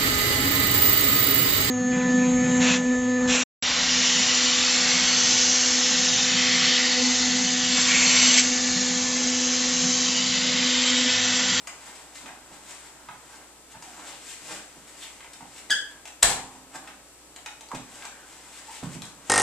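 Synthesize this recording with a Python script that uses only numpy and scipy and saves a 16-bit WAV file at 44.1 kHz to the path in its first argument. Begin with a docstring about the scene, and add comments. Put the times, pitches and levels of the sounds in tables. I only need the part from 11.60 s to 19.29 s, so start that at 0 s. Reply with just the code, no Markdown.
"""Clothes rustle and wood rubs and ticks over a faint hum: a man carries a heavy tabletop across a kitchen.
Soft blows bend the board into dull thuds. As he tips it onto its wooden base, the edge sticks and slips
in a squeak, then slams home with a loud crack that sets board and frame ringing. It drops into its seat
with a hollow clack and settles with more thuds. The hard room rings; the microphone ports add a hissy peak.
"""
import sys
import numpy as np
from scipy import signal
from scipy.fft import rfft, irfft
from scipy.io import wavfile
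from scipy.ndimage import uniform_filter1d

SR = 44100
rng = np.random.default_rng(int(sys.argv[2]) if len(sys.argv) > 2 else 0)


def master_out(mix):
    """Clip the mix to full scale and print it as 16-bit PCM to the path in sys.argv[1]."""
    frames = np.transpose(np.atleast_2d(mix))
    ceiling = np.clip(frames, -1, 1)
    pcm = np.round(ceiling * 32767).astype(np.int16)
    wavfile.write(sys.argv[1], SR, pcm)


N = 339349

# Levels are set ahead of each layer's trim, the room and the microphone.
ROOM_DECAY = [(60, 0.54), (250, 0.84), (900, 0.37), (1600, 0.49), (3500, 0.4), (8000, 0.4), (14000, 0.3)]  # the kitchen's tail: frequency_hz, t60_s
STEREO_LIKENESS = [(60, 0.97), (300, 0.91), (630, 0.97), (1370, 0.58), (3000, 0.19), (6500, -0.4),
                   (14000, -0.021)]  # how alike left and right are in diffuse sound: frequency_hz, correlation
PORT_EQ = [(60, -7.5, -3.5), (930, 3.5, 6.5), (1245, -1, 1.5), (2320, 3.5, 0.94), (4570, 5, 4),
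           (6420, 8.5, 3.5), (7770, 15, 8), (9570, 8.5, 9.5), (14400, 12.5, 10.5)]  # response of the two microphone ports: frequency_hz, left_db, right_db
AIR_EQ = [(20, -7), (45, -1), (90, -9), (130, 0.5), (190, -5.5), (280, 0.5), (400, -3), (850, -8),
          (1500, -7.5), (3500, -13), (7000, -15), (9500, -17.5), (11000, -25.5), (14000, -30)]  # room tone: frequency_hz, gain_db
MOTOR_HUM = [(59.2, -61.5), (296.1, -70), (1297, -70)]  # tones of a mains-driven motor: pitch_hz, level_db
HISS_BANDS = [(7820, 640, -79), (11830, 180, -83.5)]  # two faint, narrow bands of high hiss: centre_hz, width_hz, level_db

# each move of the body drags cloth and board together: peak_s, swell_s, fade_s, cloth_db, rub_db
STROKES = [(0.27, 0.073, 0.067, -48.5, -50), (0.355, 0.016, 0.087, -50, -55),
           (0.56, 0.025, 0.092, -47.5, -54.5), (0.68, 0.056, 0.077, -65, -50),
           (0.94, 0.028, 0.026, -51, -52.5), (1.10, 0.061, 0.095, -47, -52.5),
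           (1.27, 0.053, 0.022, -51.5, -55), (1.75, 0.09, 0.032, -52, -53.5), (2.12, 0.017, .015, -50, -56),
           (2.24, .01, 0.26, -53.5, -59), (2.40, 0.08, 0.087, -53, -48), (2.48, 0.033, 0.053, -43.5, -48.5),
           (2.705, 0.06, 0.047, -41.5, -59), (2.92, 0.085, 0.062, -41, -52.5),
           (3.28, .01, 0.035, -50.5, -60), (3.435, 0.069, 0.067, -45.5, -54),
           (3.985, 0.046, 0.024, -45.5, -55), (4.31, .03, 0.059, -56, -57), (4.95, 0.14, 0.046, -58, -60),
           (5.156, 0.016, 0.015, -41.5, -39.5), (5.29, 0.06, 0.014, -58, -47),
           (6.35, 0.055, 0.083, -49, -58), (6.455, 0.083, 0.014, -51, -46.5), (6.73, 0.1, .12, -53.5, -65),
           (6.99, 0.13, 0.021, -48.5, -59), (7.16, 0.11, .05, -45, -55.5),
           (7.236, 0.0081, 0.035, -47.5, -43.5), (7.345, 0.04, 0.021, -44, -55),
           (7.43, 0.012, 0.049, -66, -48), (7.68, 0.032, .05, -49, -56)]
RUSTLE_BED = [(0, 1.86, -64, -58.5), (2.2, 4.1, -60, -62.5), (6.25, 7.69, -66, -59.5)]  # faint rustle while he keeps moving: start_s, end_s, cloth_db, rub_db
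CLOTH_EQ = [(200, -32), (800, -7.5), (2000, 9), (3500, 4.5), (5500, 2), (8000, 1.5), (10000, -8),
            (11500, -16), (14000, -19.5)]  # bright cloth hiss: frequency_hz, gain_db
RUB_EQ = [(60, -47), (170, -5.5), (280, 0.5), (450, -11.5), (800, 0.5), (1150, -1), (1600, -0.5),
          (2500, -14), (4000, -19.5), (9000, -40.5)]  # dull rubbing of the board: frequency_hz, gain_db
GRATES = [(2.54, .04, 0.078, -54.5), (3.43, .012, 0.024, -42.5)]  # the edge grates along the rail: peak_s, swell_s, fade_s, level_db
GRATE_EQ = [(1200, -15), (3500, 5), (9000, -26)]  # its thin rasp: frequency_hz, gain_db
SLIDE = [(2.915, 0.033, 0.021, -39.5)]  # the board's full weight slides for a moment: peak_s, swell_s, fade_s, level_db
SLIDE_EQ = [(60, -1), (200, 5), (500, 7), (700, 9), (1000, 9), (1550, 5.5), (2200, -2), (6000, -6),
            (14000, -31)]  # its thick midrange: frequency_hz, gain_db

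# light wooden taps, ring and treble relative to the click:
# start_s, level_db, pitch_hz, ring_db, treble_db, scrape_s
TAPS = [(0.0717, -32, 1800, -6, -5, 0.0056), (0.5546, -43, 2670, -11, -7, 0.0055),
        (0.6581, -38, 1990, -4, -13, .0072), (0.6844, -41, 1700, -2, -18, 0.0051),
        (1.1074, -44, 1800, -2, -1.5, 0.0047), (1.4859, -40, 1680, 4.5, -32, 0.0061),
        (2.1485, -51, 2000, 6, -11, .006), (2.2228, -43, 2600, -3, -1, .006),
        (3.6053, -40.5, 1780, -7.5, -20, 0.0029), (3.6437, -42, 1780, -6, -17, 0.0053),
        (3.733, -43.5, 2800, -8, -2.5, .004), (3.8069, -50, 1500, 9.5, -15, 0.0053),
        (4.454, -39, 2150, -4.5, -5.5, 0.0052), (4.4743, -41, 2370, -6, -4, 0.0047),
        (5.274, -38.5, 2240, -9, -15, 0.0068), (5.7613, -40, 2320, -5, -5.5, .003),
        (5.8604, -31.5, 2160, -8.5, -9, 0.0034), (6.0082, -43.5, 2700, -2, -3, 0.0038),
        (6.087, -47, 3500, -5, -13, .002), (6.116, -39.5, 1800, 3, -9, .002),
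        (6.1468, -34.5, 2600, -6, -6.5, 0.0084), (6.4232, -37.5, 2300, -19, -20, 0.0033),
        (6.4514, -37.5, 2600, -6, -4, 0.0069), (7.4199, -35.5, 2930, -12, -7.5, 0.0015),
        (7.453, -53.5, 2800, -6, 9, 0.0027)]
# dull blows on the board and footfalls, clap relative to the blow: start_s, level_db, centre_hz, clap_db
THUDS = [(0.633, -47, 313, -10), (0.907, -49.5, 178, -5), (1.488, -48.5, 145, -26),
         (2.152, -46.5, 155, -15), (2.822, -51, 237, -2), (3.165, -54, 185, 3.5), (3.811, -44.5, 216, -8),
         (4.098, -47, 229, 2.5), (4.335, -57, 273, -5), (6.131, -42, 257, 8), (6.147, -35, 224, -1),
         (7.227, -27.5, 197, -12), (7.256, -28.5, 232, -16), (7.30, -37, 188.4, -10),
         (7.353, -34, 191, -11.5), (7.42, -43, 190, -8)]
BOARD_MODES = [(42.5, 12, 0.18), (56, 6, 0.31), (92, 10, 0.16), (119.7, 1, 0.49), (141, -2, 0.4),
               (167, 3, 0.29), (191.5, -5, 0.48), (210, -5, 0.5), (259.4, -8.5, 0.97), (289.3, -8.5, 0.65)]  # bending modes, before each hit scales their decay: pitch_hz, level_db, t60_s
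CLAP_EQ = [(40, 3), (90, -9), (140, 10.5), (300, 7), (480, 1), (700, -1.5), (1200, -5), (3000, -34),
           (9000, -62.5)]  # flat wooden faces meeting: frequency_hz, gain_db

# faint squeaks of wood on wood: start_s, length_s, first_hz, last_hz, level_db, rolloff_db_per_partial
FAINT_SQUEAKS = [(2.139, 0.021, 940, 837, -51.5, 0), (2.223, 0.123, 758, 718, -56, 9.5),
                 (2.93, .09, 1560, 1544, -52, 9), (4.098, 0.0098, 1990, 1770, -32, 4.5),
                 (6.467, 0.203, 1578, 1540, -56.5, 12), (7.079, 0.04, 862, 967, -47.5, 8)]
# the path of the edge's loud squeak on the frame: time_s, pitch_hz, level_db, rolloff_db_per_partial
EDGE_SQUEAK = [(4.1043, 1552, -50, 2), (4.105, 1546, -21, -4), (4.111, 1660, -21.5, 1.5),
               (4.115, 1672, -16, 2), (4.123, 1560, -25, -0.5), (4.128, 1610, -17.5, 5),
               (4.137, 1520, -43, -3)]
SQUEAK_PARTIALS = [5, 3.5, -2, -9, -15, -23.5, -41]  # harmonics before rolloff, lowest first: level_db

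CRACK = [(4.629, 0.0016, 0.0046, -10), (4.70, 0.01, 0.014, -28.5)]  # the edge slams home, then scrapes once more: peak_s, swell_s, fade_s, level_db
CRACK_EQ = [(40, -1), (300, -8.5), (700, 3.5), (1200, 2.5), (1900, 6), (2800, 4), (4000, 3), (5500, -0.5),
            (8000, -1), (10000, -9), (14000, -22)]  # the slam's broad bite: frequency_hz, gain_db
SNAPS = [(4.6301, -22.5), (4.6316, -19)]  # two hard snaps at the height of the slam: start_s, level_db
FRAME_CONTOUR = [(333.3, -3.5, 0.64), (470, -4, 0.26), (580, -20, 0.13), (720, -1.5, 0.7),
                 (940, -4.5, 0.96), (1100, -10, 0.98), (1410, 2, 0.26), (1988, 10.5, 0.078)]  # outline of the base's crowd of modes: frequency_hz, level_db, t60_s
CLACKS = [(6.108, 954, -41), (6.1157, 1315, -31.5)]  # the edge touches, then drops into its seat: start_s, first_hz, level_db


def gain_of(db):
    """Turns dB into a gain."""
    return np.exp(np.asarray(db) * (np.log(10) / 20))


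def unit_rms(x):
    """Scales to rms 1."""
    return x / np.sqrt(np.mean(x ** 2) + 1e-20)


def unit_hit(x):
    """Scales a hit to the energy of 5 ms at rms 1."""
    return x / np.linalg.norm(x) * np.sqrt(.005 * SR)


def curve_at(points, hz):
    """Reads a curve on a log-frequency axis."""
    point_hz, value = np.transpose(points)
    return np.interp(np.log(hz + 1), np.log(point_hz + 1), value)


def add(mix, start_s, sound):
    """Drops a sound into the mix."""
    part = mix[..., max(round(start_s * SR), 0):][..., :sound.shape[-1]]
    part += sound[..., :part.shape[-1]]


def equalise(x, points, size=4096):
    """Minimum-phase EQ: nothing rings ahead of an attack."""
    log_gain = np.log(gain_of(curve_at(points, abs(np.fft.fftfreq(size, 1 / SR)))))
    impulse = np.fft.ifft(np.exp(np.conj(signal.hilbert(log_gain)))).real
    return signal.oaconvolve(x, impulse[:size // 2])[:len(x)]


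def band(x, lo_hz, hi_hz):
    """Band-pass with soft skirts."""
    sections = signal.butter(2, [lo_hz, min(hi_hz, SR / 2 - 1)], "band", fs=SR, output="sos")
    return signal.sosfilt(sections, x)


def diffuse_noise(size):
    """Noise at two close ports: alike in the bass, wide in the treble."""
    left, unrelated = rfft(rng.standard_normal((2, size)))
    likeness = np.clip(curve_at(STEREO_LIKENESS, np.fft.rfftfreq(size, 1 / SR)), -1, 1)
    right = likeness * left + np.sqrt(1 - likeness ** 2) * unrelated
    return irfft(np.array([left, right]), size)


def room_tone(air_db=-56):
    """The bed: still air, a motor's hum and two faint, narrow bands of high hiss."""
    t = np.arange(N) / SR
    air = gain_of(air_db) * unit_rms(np.array([equalise(side, AIR_EQ) for side in diffuse_noise(N)]))
    hum = sum(gain_of(db) * np.sqrt(2) * np.sin(2 * np.pi * (hz * t + rng.random()))
              for hz, db in MOTOR_HUM)
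    hiss = sum(gain_of(db) * unit_rms(band(rng.standard_normal((2, N)), hz - width / 2, hz + width / 2))
               for hz, width, db in HISS_BANDS)
    return air + hum + hiss


def reverb(x, predelay_s=.002, onset_s=0.00062):
    """A dense tail from cupboards and floor; each band dies at its own speed."""
    hz, t, spectrum = signal.stft(diffuse_noise(SR), SR, nperseg=256)
    decay = gain_of(-60 * t / curve_at(ROOM_DECAY, hz)[:, None])
    tail = signal.istft(spectrum * decay, SR, nperseg=256)[1]
    tail *= np.clip((np.arange(tail.shape[1]) / SR - predelay_s) / onset_s, 0, 1)
    tail /= np.linalg.norm(tail[0])
    out = np.zeros((2, len(x)))
    first, last = np.flatnonzero(x)[[0, -1]]
    add(out, first / SR, signal.fftconvolve(x[None, first:last + 1], tail, axes=1))
    return out


def kitchen(x, wet_db):
    """Equal-power blend of the direct sound and the room."""
    return (x + gain_of(wet_db) * reverb(x)) / np.sqrt(1 + gain_of(wet_db) ** 2)


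def swells(rows):
    """Envelope of a run of strokes: each grows to its peak and dies away, and their powers add."""
    t, power = np.arange(N) / SR, np.zeros(N)
    for peak, swell, fade, db in rows:
        near = slice(*np.searchsorted(t, [peak - 7 * swell, peak + 7 * fade]))
        away = np.maximum((peak - t[near]) / swell, (t[near] - peak) / fade)
        power[near] += (gain_of(db) * np.exp(-away)) ** 2
    return np.sqrt(power)


def held(rows, ease_s=0.043):
    """Envelope that holds through each span and eases off outside it."""
    t = np.arange(N) / SR
    return sum(gain_of(db) * np.exp(-abs(t - np.clip(t, start, end)) / ease_s) for start, end, db in rows)


def friction(envelope, eq, grain_db=2.0, catches_per_s=1500):
    """Fibres catch and let go: a dense patter of tiny slips of uneven size."""
    sizes = gain_of(grain_db * np.minimum(rng.exponential(1, N), 3))
    slips = sizes * rng.choice([-1, 1], N) * (rng.random(N) < catches_per_s / SR)
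    return envelope * unit_rms(equalise(slips, eq))


def rustle(cloth_trim_db=-2, rub_trim_db=-1):
    """Bright cloth hiss over the board's duller rubbing, with one heavy slide and two short grates."""
    cloth_strokes = swells([(*timing, db) for *timing, db, _ in STROKES])
    cloth_bed = held([(*timing, db) for *timing, db, _ in RUSTLE_BED])
    rub_strokes = swells([(*timing, db) for *timing, _, db in STROKES])
    rub_bed = held([(*timing, db) for *timing, _, db in RUSTLE_BED])
    cloth = friction(np.hypot(cloth_strokes, cloth_bed), CLOTH_EQ, grain_db=2.5, catches_per_s=4000)
    rub = friction(np.hypot(rub_strokes, rub_bed), RUB_EQ)
    slide = friction(swells(SLIDE), SLIDE_EQ)
    grate = friction(swells(GRATES), GRATE_EQ)
    return kitchen(gain_of(cloth_trim_db) * cloth + gain_of(rub_trim_db) * rub + slide + grate, wet_db=1)


def taps(trim_db=-2, ring_trim_db=1, ring_s=0.0065, rise_share=0.12, click_octaves=1.28):
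    """Each tap is a short scrape: a click, its treble edge and a hand-damped ring."""
    out, t = np.zeros(N), np.arange(SR // 8) / SR
    spread = 2 ** (click_octaves / 2)
    for start, db, hz, ring_db, treble_db, scrape_s in TAPS:
        click_noise, edge_noise, body_noise = rng.standard_normal((3, len(t)))
        age = t / scrape_s
        contact = np.exp(-age) * (1 - np.exp(-age / rise_share))  # longer scrapes start more softly
        click = unit_hit(band(click_noise * contact, hz / spread, hz * spread))
        edge = gain_of(treble_db) * unit_hit(band(edge_noise * contact, 4600, 7940))
        body = unit_hit(band(body_noise * np.exp(-t / ring_s), 683, 1380))
        add(out, start, gain_of(db + trim_db) * (click + edge + gain_of(ring_db + ring_trim_db) * body))
    return kitchen(out, wet_db=3.0)


def ring(modes, damping, rise_s):
    """Half a second of dying modes; neighbouring modes push the air in opposite directions."""
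    t = np.arange(SR // 2) / SR
    tones = sum((-1) ** k * gain_of(db - 60 * t * damping / t60) * np.sin(2 * np.pi * hz * t)
                for k, (hz, db, t60) in enumerate(modes))
    return tones * (1 - np.exp(-t / rise_s))


def thuds(trim_db=3, reach_octaves=.6, clap_s=0.02):
    """Soft blows wake the board's modes near a centre pitch and the flat faces clap; hands damp the ring."""
    out, t = np.zeros(N), np.arange(SR // 2) / SR
    for start, db, centre_hz, clap_db in THUDS:
        modes = [(hz, mode_db - 10 * np.log10(1 + (np.log2(hz / centre_hz) / reach_octaves) ** 4), t60)
                 for hz, mode_db, t60 in BOARD_MODES]
        bend = unit_hit(ring(modes, damping=2.45, rise_s=0.0014))
        clap = unit_hit(equalise(rng.standard_normal(len(t)) * np.exp(-t / clap_s), CLAP_EQ))
        add(out, start, gain_of(db + trim_db) * (bend + gain_of(clap_db) * clap))
    return kitchen(out, wet_db=-8.0)


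def stick_slip(t, hz, partials_db, jitter):
    """A harmonic tone whose slips come a little unevenly."""
    wobble = unit_rms(uniform_filter1d(rng.standard_normal(len(t)), size=50))
    cycles = np.cumsum(hz * (1 + jitter * wobble)) / SR
    gains = gain_of(partials_db)
    tone = sum(gain * np.sin(2 * np.pi * k * cycles) for k, gain in enumerate(gains, 1))
    return tone / np.sqrt(sum(gains ** 2) / 2)


def squeal(t, hz, rolloff_db, jitter=0.0283, rasp_db=-20):
    """Wood sticking and slipping on wood: a tone, brighter under more weight, with a little rasp."""
    unsteadiness = jitter * (1 + rolloff_db / 4)  # a light contact slips less regularly
    partials_db = [db - k * rolloff_db for k, db in enumerate(SQUEAK_PARTIALS)]
    tone = stick_slip(t, hz, partials_db, unsteadiness)
    return tone + gain_of(rasp_db) * unit_rms(band(rng.standard_normal(len(t)), 310, 7100))


def squeaks(taper_share=0.26):
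    """The edge drags on the frame in one loud squeak, among faint gliding ones; the room holds on to them."""
    out = np.zeros(N)
    times, *columns = np.transpose(EDGE_SQUEAK)
    t = np.arange(times[0], times[-1], 1 / SR)
    hz, db, rolloff_db = (np.interp(t, times, column) for column in columns)
    envelope = uniform_filter1d(gain_of(db), size=64)  # the tone takes a few slips to build
    add(out, times[0], envelope * squeal(t, hz, rolloff_db))
    for start, length, first_hz, last_hz, db, rolloff_db in FAINT_SQUEAKS:
        t = np.arange(0, length, 1 / SR)
        glide = np.linspace(first_hz, last_hz, len(t))
        envelope = gain_of(db) * signal.windows.tukey(len(t), taper_share)
        add(out, start, envelope * squeal(t, glide, rolloff_db))
    return kitchen(out, wet_db=0)


def crack(contacts=4, lead_s=.02):
    """The long edge hits at several points at once, and each reaches the room by its own paths."""
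    start = CRACK[0][0] - lead_s
    force = swells(CRACK)[round(start * SR):][:SR] / np.sqrt(contacts)
    out = np.zeros((2, N))
    for _ in range(contacts):
        burst = force * unit_rms(equalise(rng.standard_normal(SR), CRACK_EQ))
        add(out, start, kitchen(burst, wet_db=3.0))
    return out


def frame_ring(count=140):
    """Rails and panels ring with a crowd of modes of random pitch and phase, under the base's contour."""
    hz, db, t60 = np.transpose(FRAME_CONTOUR)
    t = np.arange(SR * 3 // 4) / SR
    scatter, phase = rng.random((2, count, 1))
    mode_hz = hz[0] + (hz[-1] - hz[0]) * (np.arange(count)[:, None] + scatter) / count
    fade = gain_of(np.interp(mode_hz, hz, db) - 60 * t / np.interp(mode_hz, hz, t60))
    return (fade * np.sin(2 * np.pi * (mode_hz * t + phase))).sum(0)


def knock(frame_db=-18.5, board_db=-23, snap_hz=8000, snap_s=.00018):
    """The slam's attack and body: the hard edge snaps twice and sets frame and board ringing."""
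    snaps, wood = np.zeros((2, N))
    t = np.arange(SR // 20) / SR
    snap = unit_hit(t * np.exp(-t / snap_s) * np.sin(2 * np.pi * snap_hz * t))
    for start, db in SNAPS:
        add(snaps, start, gain_of(db) * snap)
    add(wood, 4.629, gain_of(frame_db) * unit_hit(frame_ring()))
    add(wood, 4.627, gain_of(board_db) * unit_hit(ring(BOARD_MODES, damping=0.62, rise_s=0.0022)))
    return kitchen(snaps, wet_db=-6) + kitchen(wood, wet_db=-7.5)


def clack(rest_hz=870, sag_s=.0045, fade_s=0.0064, overtone_db=-24):
    """The edge seats itself: short, hollow slips of sinking pitch, dulled by the wood and fairly dry."""
    out, t = np.zeros(N), np.arange(SR // 20) / SR
    for start, first_hz, db in CLACKS:
        hz = rest_hz + (first_hz - rest_hz) * np.exp(-t / sag_s)
        tone = stick_slip(t, hz, [0, overtone_db], jitter=0.12)
        add(out, start, gain_of(db) * np.exp(-t / fade_s) * tone)
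    return kitchen(band(out, 450, 2000), wet_db=-5)


def scene():
    """The carry, the squeak, the slam and the settling, over the quiet of the kitchen."""
    return room_tone() + rustle() + taps() + thuds() + squeaks() + crack() + knock() + clack()


def record(dry, ceiling=.86, cutoff_hz=14300):
    """Each port adds its own resonance, a soft clip rounds the crack, and a steep low-pass trims the top."""
    hz, *sides_db = np.transpose(PORT_EQ)
    coloured = np.array([equalise(side, np.column_stack([hz, db])) for side, db in zip(dry, sides_db)])
    rounded = coloured / (1 + (coloured / ceiling) ** 4) ** .25
    low_pass = signal.firwin(511, cutoff_hz, window=("kaiser", 9), fs=SR)
    return signal.oaconvolve(rounded, low_pass[None], "same")


dry = scene()
out = record(dry)
master_out(out)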